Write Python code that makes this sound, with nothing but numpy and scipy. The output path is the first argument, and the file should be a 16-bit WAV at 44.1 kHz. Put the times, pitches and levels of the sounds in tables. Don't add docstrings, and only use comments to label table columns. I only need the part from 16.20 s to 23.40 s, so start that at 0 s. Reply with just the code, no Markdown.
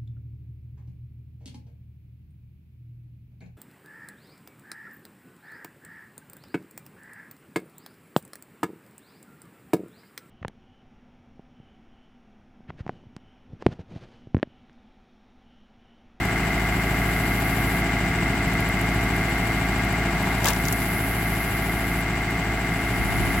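import sys
import numpy as np
from scipy import signal
from scipy.fft import rfft, irfft
from scipy.io import wavfile
from scipy.ndimage import uniform_filter1d

SR = 44100
rng = np.random.default_rng(int(sys.argv[2]) if len(sys.argv) > 2 else 0)


def file_out(sig):
    cols = np.atleast_2d(sig).T
    lim = np.clip(cols, -1, 1)
    pcm = np.round(lim * 32767).astype(np.int16)
    wavfile.write(sys.argv[1], SR, pcm)


N = 317520
CYCLE_HZ = 13.677


def tractor():
    cycle = CYCLE_HZ * np.arange(N) / SR + .0005 * drift(2) + .00012 * drift(40)
    knocks = clatter(cycle, decay_s=.006, steady=.4, repeat_share=.68, uneven_db=.6)
    out = drone(cycle, waver_db=0.5, belt_slip_s=0.00027, firing_share=0.0411) * pan(0.12)
    out += from_db(-32) * exhaust_rumble()
    out += from_db(-31) * knocks
    out += from_db(-0.86) * steel_ring(cycle, sag_hz=20.5, waver_db=0.7) * pan(1.9)
    out += from_db(-45.5) * engine_hiss()
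    out += from_db(-52) * chuff(cycle)
    return out * from_db(-1.63 * envelope(start_s=4.14, rise_s=0.33, hold_s=2.03, fall_s=.55))


def drone(cycle, waver_db, belt_slip_s, firing_share):
    # multiple of the cycle rate, level in dB.
    engine_tones = [(3, -48), (4, -30.5), (5, -50), (8, -33.5), (9, -43.5), (10, -43.5), (11, -42),
                    (12, -40.5), (13, -39), (14, -37), (15, -59), (16, -42.5), (17, -47.5), (18, -45.5),
                    (19, -54), (20, -38), (22, -52), (28, -44.5), (29, -48.5), (32, -45.5)]
    # multiple of the cycle rate, level in dB.
    gear_tones = [(52, -46), (53, -48.5), (56, -49), (57, -48), (60, -48), (64, -50), (84, -46), (95, -46),
                  (104, -46), (119, -42), (136, -46), (172, -50)]
    # pitch in Hz, level in dB.
    belt_tones = [(167.0, -41), (334.0, -47), (339.4, -40), (678.8, -42.5)]
    out = 0
    for multiple, db in engine_tones + gear_tones:
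        offset = rng.random() * (multiple not in (4, 8))
        phase = multiple * (cycle - firing_share) + offset
        out += from_db(db + waver_db * drift(7.2)) * np.cos(2 * np.pi * phase)
    belt_s = cycle / CYCLE_HZ + belt_slip_s * drift(2)
    for hz, db in belt_tones:
        out += from_db(db + 0.64 * drift(3.1)) * np.sin(2 * np.pi * (hz * belt_s + rng.random()))
    return np.sqrt(2) * out


def exhaust_rumble():
    # frequency in Hz, relative level in dB.
    rumble_spectrum = [(20, -30), (35, -10), (55, -2), (80, -2.5), (120, 0.5), (175, -1), (230, -5.5),
                       (270, -1.5), (305, -10.5), (360, -8), (440, -11.5), (520, -15.5), (800, -38)]
    return noise(rumble_spectrum, left_db=-0.6)


def clatter(cycle, decay_s, steady, repeat_share, uneven_db):
    # relative level in dB, brightness in dB per octave.
    cylinders = [(-0.5, -0.7), (0.5, 1.4), (1, 1.4), (0.24, -1)]
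    # delay in cycles, relative level in dB, brightness in dB per octave.
    knocks = [(0, 1.5, -.7), (.043, -1.2, .3), (.1, -.8, 0), (.14, -2.3, .6), (.21, -3, .3)]
    # frequency in Hz, relative level in dB.
    clatter_spectrum = [(300, -8), (520, -18), (640, 3), (800, 0.5), (1070, -6), (1300, -5), (1620, -1.5),
                        (1770, -5.5), (2050, -1.5), (2400, -6), (2900, -8.5), (3300, -15.5), (4600, -21.5),
                        (8000, -24)]
    period = round(SR / CYCLE_HZ)
    one_cycle = rms_one(irfft(np.exp(2j * np.pi * rng.random((2, period // 2 + 1))), period))
    repeated = one_cycle[:, (cycle % 1 * period).astype(int)]
    ringing = np.sqrt(repeat_share) * repeated + np.sqrt(1 - repeat_share) * rng.standard_normal((2, N))
    firings = [(.175 + k / len(cylinders), db, bright) for k, (db, bright) in enumerate(cylinders)]
    share, db, bright = np.transpose([np.add(firing, knock) for firing in firings for knock in knocks])
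    knock_cycles = np.arange(int(cycle[-1]) + 1)[:, None] + share % 1
    knock_samples = np.searchsorted(cycle, knock_cycles).ravel()
    layers = []
    for octave, (low_hz, high_hz) in enumerate([(250, 1000), (1000, 2100), (2100, 9000)], -1):
        force_db = db + octave * bright + uneven_db * rng.standard_normal(knock_cycles.shape)
        power = np.bincount(knock_samples, from_db(force_db).ravel() ** 2, N + 1)[:N]
        power = signal.lfilter([1], [1, -np.exp(-2 / (SR * decay_s))], power)
        power = np.abs(uniform_filter1d(power, size=130))
        layers.append(band(ringing, low_hz, high_hz) * rms_one(np.sqrt(power + steady ** 2)))
    dull, middle, sharp = layers
    return spread(colour(dull - middle + sharp, clatter_spectrum), left_db=3.0)


def steel_ring(cycle, sag_hz, waver_db):
    # multiple of the cycle rate, relative level in dB.
    steel_tones = [(148, -37.5), (153, -46), (156, -34.6)]
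    stages = np.cumsum([.09, .09, .15, .06])
    swell_db = np.interp(cycle, stages, [-9.5, 0, 0, -5.5], period=1)
    swell = rms_one(from_db(swell_db + waver_db * drift(20)))
    sag = sag_hz * np.cumsum(swell - swell.mean()) / SR
    since_peak = cycle - .182
    tones = sum(from_db(db) * np.cos(2 * np.pi * (multiple * since_peak - sag))
                for multiple, db in steel_tones)
    return np.sqrt(2) * swell * tones


def engine_hiss():
    # frequency in Hz, relative level in dB.
    hiss_spectrum = [(1500, 5), (3500, 5), (5000, 4.5), (5500, -5), (7000, -4.5), (8200, 0), (9500, -13.5),
                     (12000, -1), (14300, -9), (15500, -4)]
    return noise(hiss_spectrum, left_db=9.0)


def chuff(cycle):
    early = 0.6 * np.exp(-((cycle % 1 - .51) / 0.066) ** 2)
    late = np.exp(-((cycle % 1 - 0.773) / 0.14) ** 2)
    hiss = band(rng.standard_normal((2, N)), 7300, 8030)
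    return spread(hiss * (0.27 + early + late), left_db=3.0)


def log_cracks(broad_gain, thud_gain):
    # start in seconds, relative level in dB, pitch in Hz, seconds to fade by 60 dB.
    cracks = [(4.2335, -37, 9000, .012), (4.2447, -19, 6400, .008), (4.2559, -16.5, 2950, 0.019),
              (4.269, -24.5, 6000, 0.035), (4.2773, -24, 1990, .012), (4.284, -20, 6650, 0.031),
              (4.304, -23, 3000, 0.022), (4.333, -28.5, 7150, 0.018), (4.3619, -36, 6300, 0.031),
              (4.4532, -28, 6900, .018), (4.4605, -33, 6600, .015), (4.4841, -23, 7000, 0.017),
              (4.5258, -13, 14000, 0.0024), (4.528, -33, 8000, .04)]
    out, t = np.zeros((2, N)), np.arange(SR // 10) / SR
    for start, db, hz, fade_s in cracks:
        white = rng.standard_normal((2, len(t)))
        burst = rms_one(band(white, hz / 1.55, hz * 1.2))
        burst += broad_gain * rms_one(band(white, 1600, 21000))
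        burst += thud_gain * rms_one(band(white, 740, 1340))
        at = round(start * SR)
        out[:, at:at + len(t)] += burst * from_db(db - 60 * t / fade_s)
    return from_left(out, delay_samples=6, scatter=0.88) * pan(5.0)


def log_tearing(snap_range_db, rise_db_per_s, fall_db_per_s):
    # start in seconds,
    # length in seconds, snaps per second, relative levels in dB of the log and of the splinters.
    tears = [(3.99, .25, 800, -40, -55), (4.255, .038, 9000, -26, -33.5), (4.33, 0.23, 1000, -44, -49),
             (4.61, .03, 1500, -45, -42.5)]
    # pitch in Hz, relative level in dB, seconds to fade by 60 dB.
    log_tones = [(624, -1.5, 0.03), (820, 1, 0.021), (962, 1.5, 0.032), (1196, 1, .015), (1666, 2.5, 0.018),
                 (2570, 5, 0.0047), (3730, 3.5, 0.0054)]
    t = np.arange(N) / SR
    start, length, rate, wood_db, splinter_db = np.transpose(tears)[:, :, None]
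    before_s, after_s = np.clip(start - t, 0, 1), np.clip(t - start - length, 0, 1)
    swell = from_db(-rise_db_per_s * before_s - fall_db_per_s * after_s)
    snaps_per_s = np.maximum((rate * swell).max(0), rate.min())
    snapping = rng.random(N) < snaps_per_s / SR
    strength = from_db(snap_range_db * np.minimum(rng.exponential(1, N) / 3, 1))
    snaps = snapping * strength / np.sqrt(snaps_per_s)
    body = sum(from_db(db) * ring(snaps * rng.standard_normal(N), hz, fade_s)
               for hz, db, fade_s in log_tones)
    splinters = band(snaps * rng.standard_normal((2, N)), 1900, 15000)
    body_gain = (from_db(wood_db) * swell).max(0)
    splinter_gain = (from_db(splinter_db) * swell).max(0)
    return body_gain * rms_one(body) * pan(3.2) + splinter_gain * spread(splinters, left_db=5.0)


def katydid(stroke_hz, pulse_depth, tick_rise_s, shrill_gain, swell_db, tire_db_per_s, edge_s):
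    # frequency in Hz, relative level in dB.
    wing_spectrum = [(8300, -39), (9300, -2.5), (10200, -3.5), (10900, 0.5), (11300, -5), (11700, -3),
                     (12300, 3.5), (12800, -2), (13900, -4), (14700, -7), (15300, -3)]
    # start, peak and end in seconds, level at the peak in dB, shrillest pitch in Hz. The second row
    buzzes = [(0, 1.45, 1.6, -37.5, 11850), (2.2, 3.2, 3.55, -46.5, 11500), (3.9, 4.803, 5.81, -35, 11440),
              (6.3, 7.15, 7.37, -38.5, 10900)]
    # start in seconds, relative level in dB.
    ticks = [(.05, -39), (2.2753, -39), (2.3336, -37), (2.401, -34), (2.4853, -33), (2.6095, -35),
             (2.7437, -40), (2.8345, -37), (2.9607, -39), (3.0924, -39), (3.1817, -37), (3.269, -37),
             (3.5798, -42), (3.6447, -39), (3.7215, -36), (4.0218, -39), (6.015, -41), (6.105, -39)]
    t = np.arange(N) / SR
    strokes = np.cumsum(stroke_hz * (1 + .012 * drift(4.95))) / SR
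    scrape, rasp = rng.standard_normal((2, 2, N))
    wing = rms_one(colour(scrape, wing_spectrum))
    buzz = 0
    for start, peak, end, db, hz in buzzes:
        level_db = db - swell_db * np.clip((peak - t) / (peak - start), 0, 1) ** 2
        level_db -= tire_db_per_s * np.maximum(t - peak, 0)
        tone = rms_one(wing + shrill_gain * rms_one(band(rasp, hz - 600, hz + 600)))
        buzz += tone * from_db(level_db) * envelope(start, edge_s, end - start - edge_s, edge_s)
    pulses = rms_one(np.exp(pulse_depth * np.cos(2 * np.pi * strokes)))
    tick_gain = sum(from_db(db + 1) * envelope(start, tick_rise_s, 0, tick_rise_s) for start, db in ticks)
    song = buzz * pulses + tick_gain * rms_one(band(scrape, 10400, 13400))
    return from_left(song, delay_samples=1, scatter=0.43) * pan(-.8)


def breeze(still_db, lumpy_db):
    # start in seconds, seconds at full strength, dB above still air.
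    puffs = [(2.05, .6, 7), (3.88, .08, 11), (6.68, .5, 19.5)]
    # frequency in Hz, relative level in dB.
    air_spectrum = [(20, -12), (50, 0), (90, -4), (200, -15), (500, -50)]
    puff_db = sum(db * envelope(start, 0.086, length, .15) for start, length, db in puffs)
    gain = from_db(still_db + puff_db + lumpy_db * drift(8))
    return gain * rms_one(colour(rng.standard_normal((2, N)), air_spectrum))


def from_db(db):
    return 10 ** (np.asarray(db) / 20)


def rms_one(x):
    return x / np.sqrt(np.mean(x ** 2) + 1e-20)


def drift(rate):
    count = int(rate * N / SR) + 3
    return np.interp(np.arange(N) * rate / SR, np.arange(count), rng.standard_normal(count))


def envelope(start_s, rise_s, hold_s, fall_s):
    return np.interp(np.arange(N) / SR, start_s + np.cumsum([0, rise_s, hold_s, fall_s]), [0, 1, 1, 0])


def colour(x, spectrum):
    hz, db = np.transpose(spectrum)
    curve_db = np.interp(np.log(np.fft.rfftfreq(N, 1 / SR) + 1), np.log(hz), db)
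    return irfft(rfft(x) * from_db(curve_db), N)


def band(x, low_hz, high_hz):
    edges_hz = [low_hz, min(high_hz, SR / 2 - 1000)]
    return signal.sosfilt(signal.butter(2, edges_hz, "band", fs=SR, output="sos"), x)


def ring(clicks, hz, fade_s):
    decay, angle = from_db(-60 / (fade_s * SR)), 2 * np.pi * hz / SR
    return signal.lfilter([0, np.sin(angle)], [1, -2 * decay * np.cos(angle), decay ** 2], clicks + 1e-18)


def noise(spectrum, left_db):
    return spread(colour(rng.standard_normal((2, N)), spectrum), left_db)


def pan(left_db):
    return from_db(np.array([[left_db], [-left_db]]) / 2)


def spread(pair, left_db):
    # frequency in Hz, level of the side against the middle in dB.
    width = [(60, -32), (150, -40), (400, -13.5), (800, -19), (1400, -7), (2500, -3), (4000, 0), (8000, 0),
             (15000, 0)]
    mid, side = rms_one(pair)
    return (mid + colour(side, width) * [[1], [-1]]) * pan(left_db)


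def from_left(pair, delay_samples, scatter):
    direct, scattered = pair
    return np.array([direct + scatter * scattered, np.roll(direct - scatter * scattered, delay_samples)])


def scene():
    wood = from_db(-3) * log_cracks(broad_gain=1.25, thud_gain=.5)
    wood += from_db(0.5) * log_tearing(snap_range_db=6.6, rise_db_per_s=600, fall_db_per_s=327)
    insect = katydid(stroke_hz=125.4, pulse_depth=0.51, tick_rise_s=0.005, shrill_gain=0.64,
                     swell_db=17.5, tire_db_per_s=5, edge_s=0.025)
    return tractor() + wood + insect + breeze(still_db=-54.5, lumpy_db=2)


def record(dry):
    low_cut = signal.sosfilt(signal.butter(2, 22, "high", fs=SR, output="sos"), dry)
    return signal.sosfilt(signal.ellip(10, .1, 80, 15900, fs=SR, output="sos"), low_cut)


dry = scene()
out = record(dry)
file_out(out)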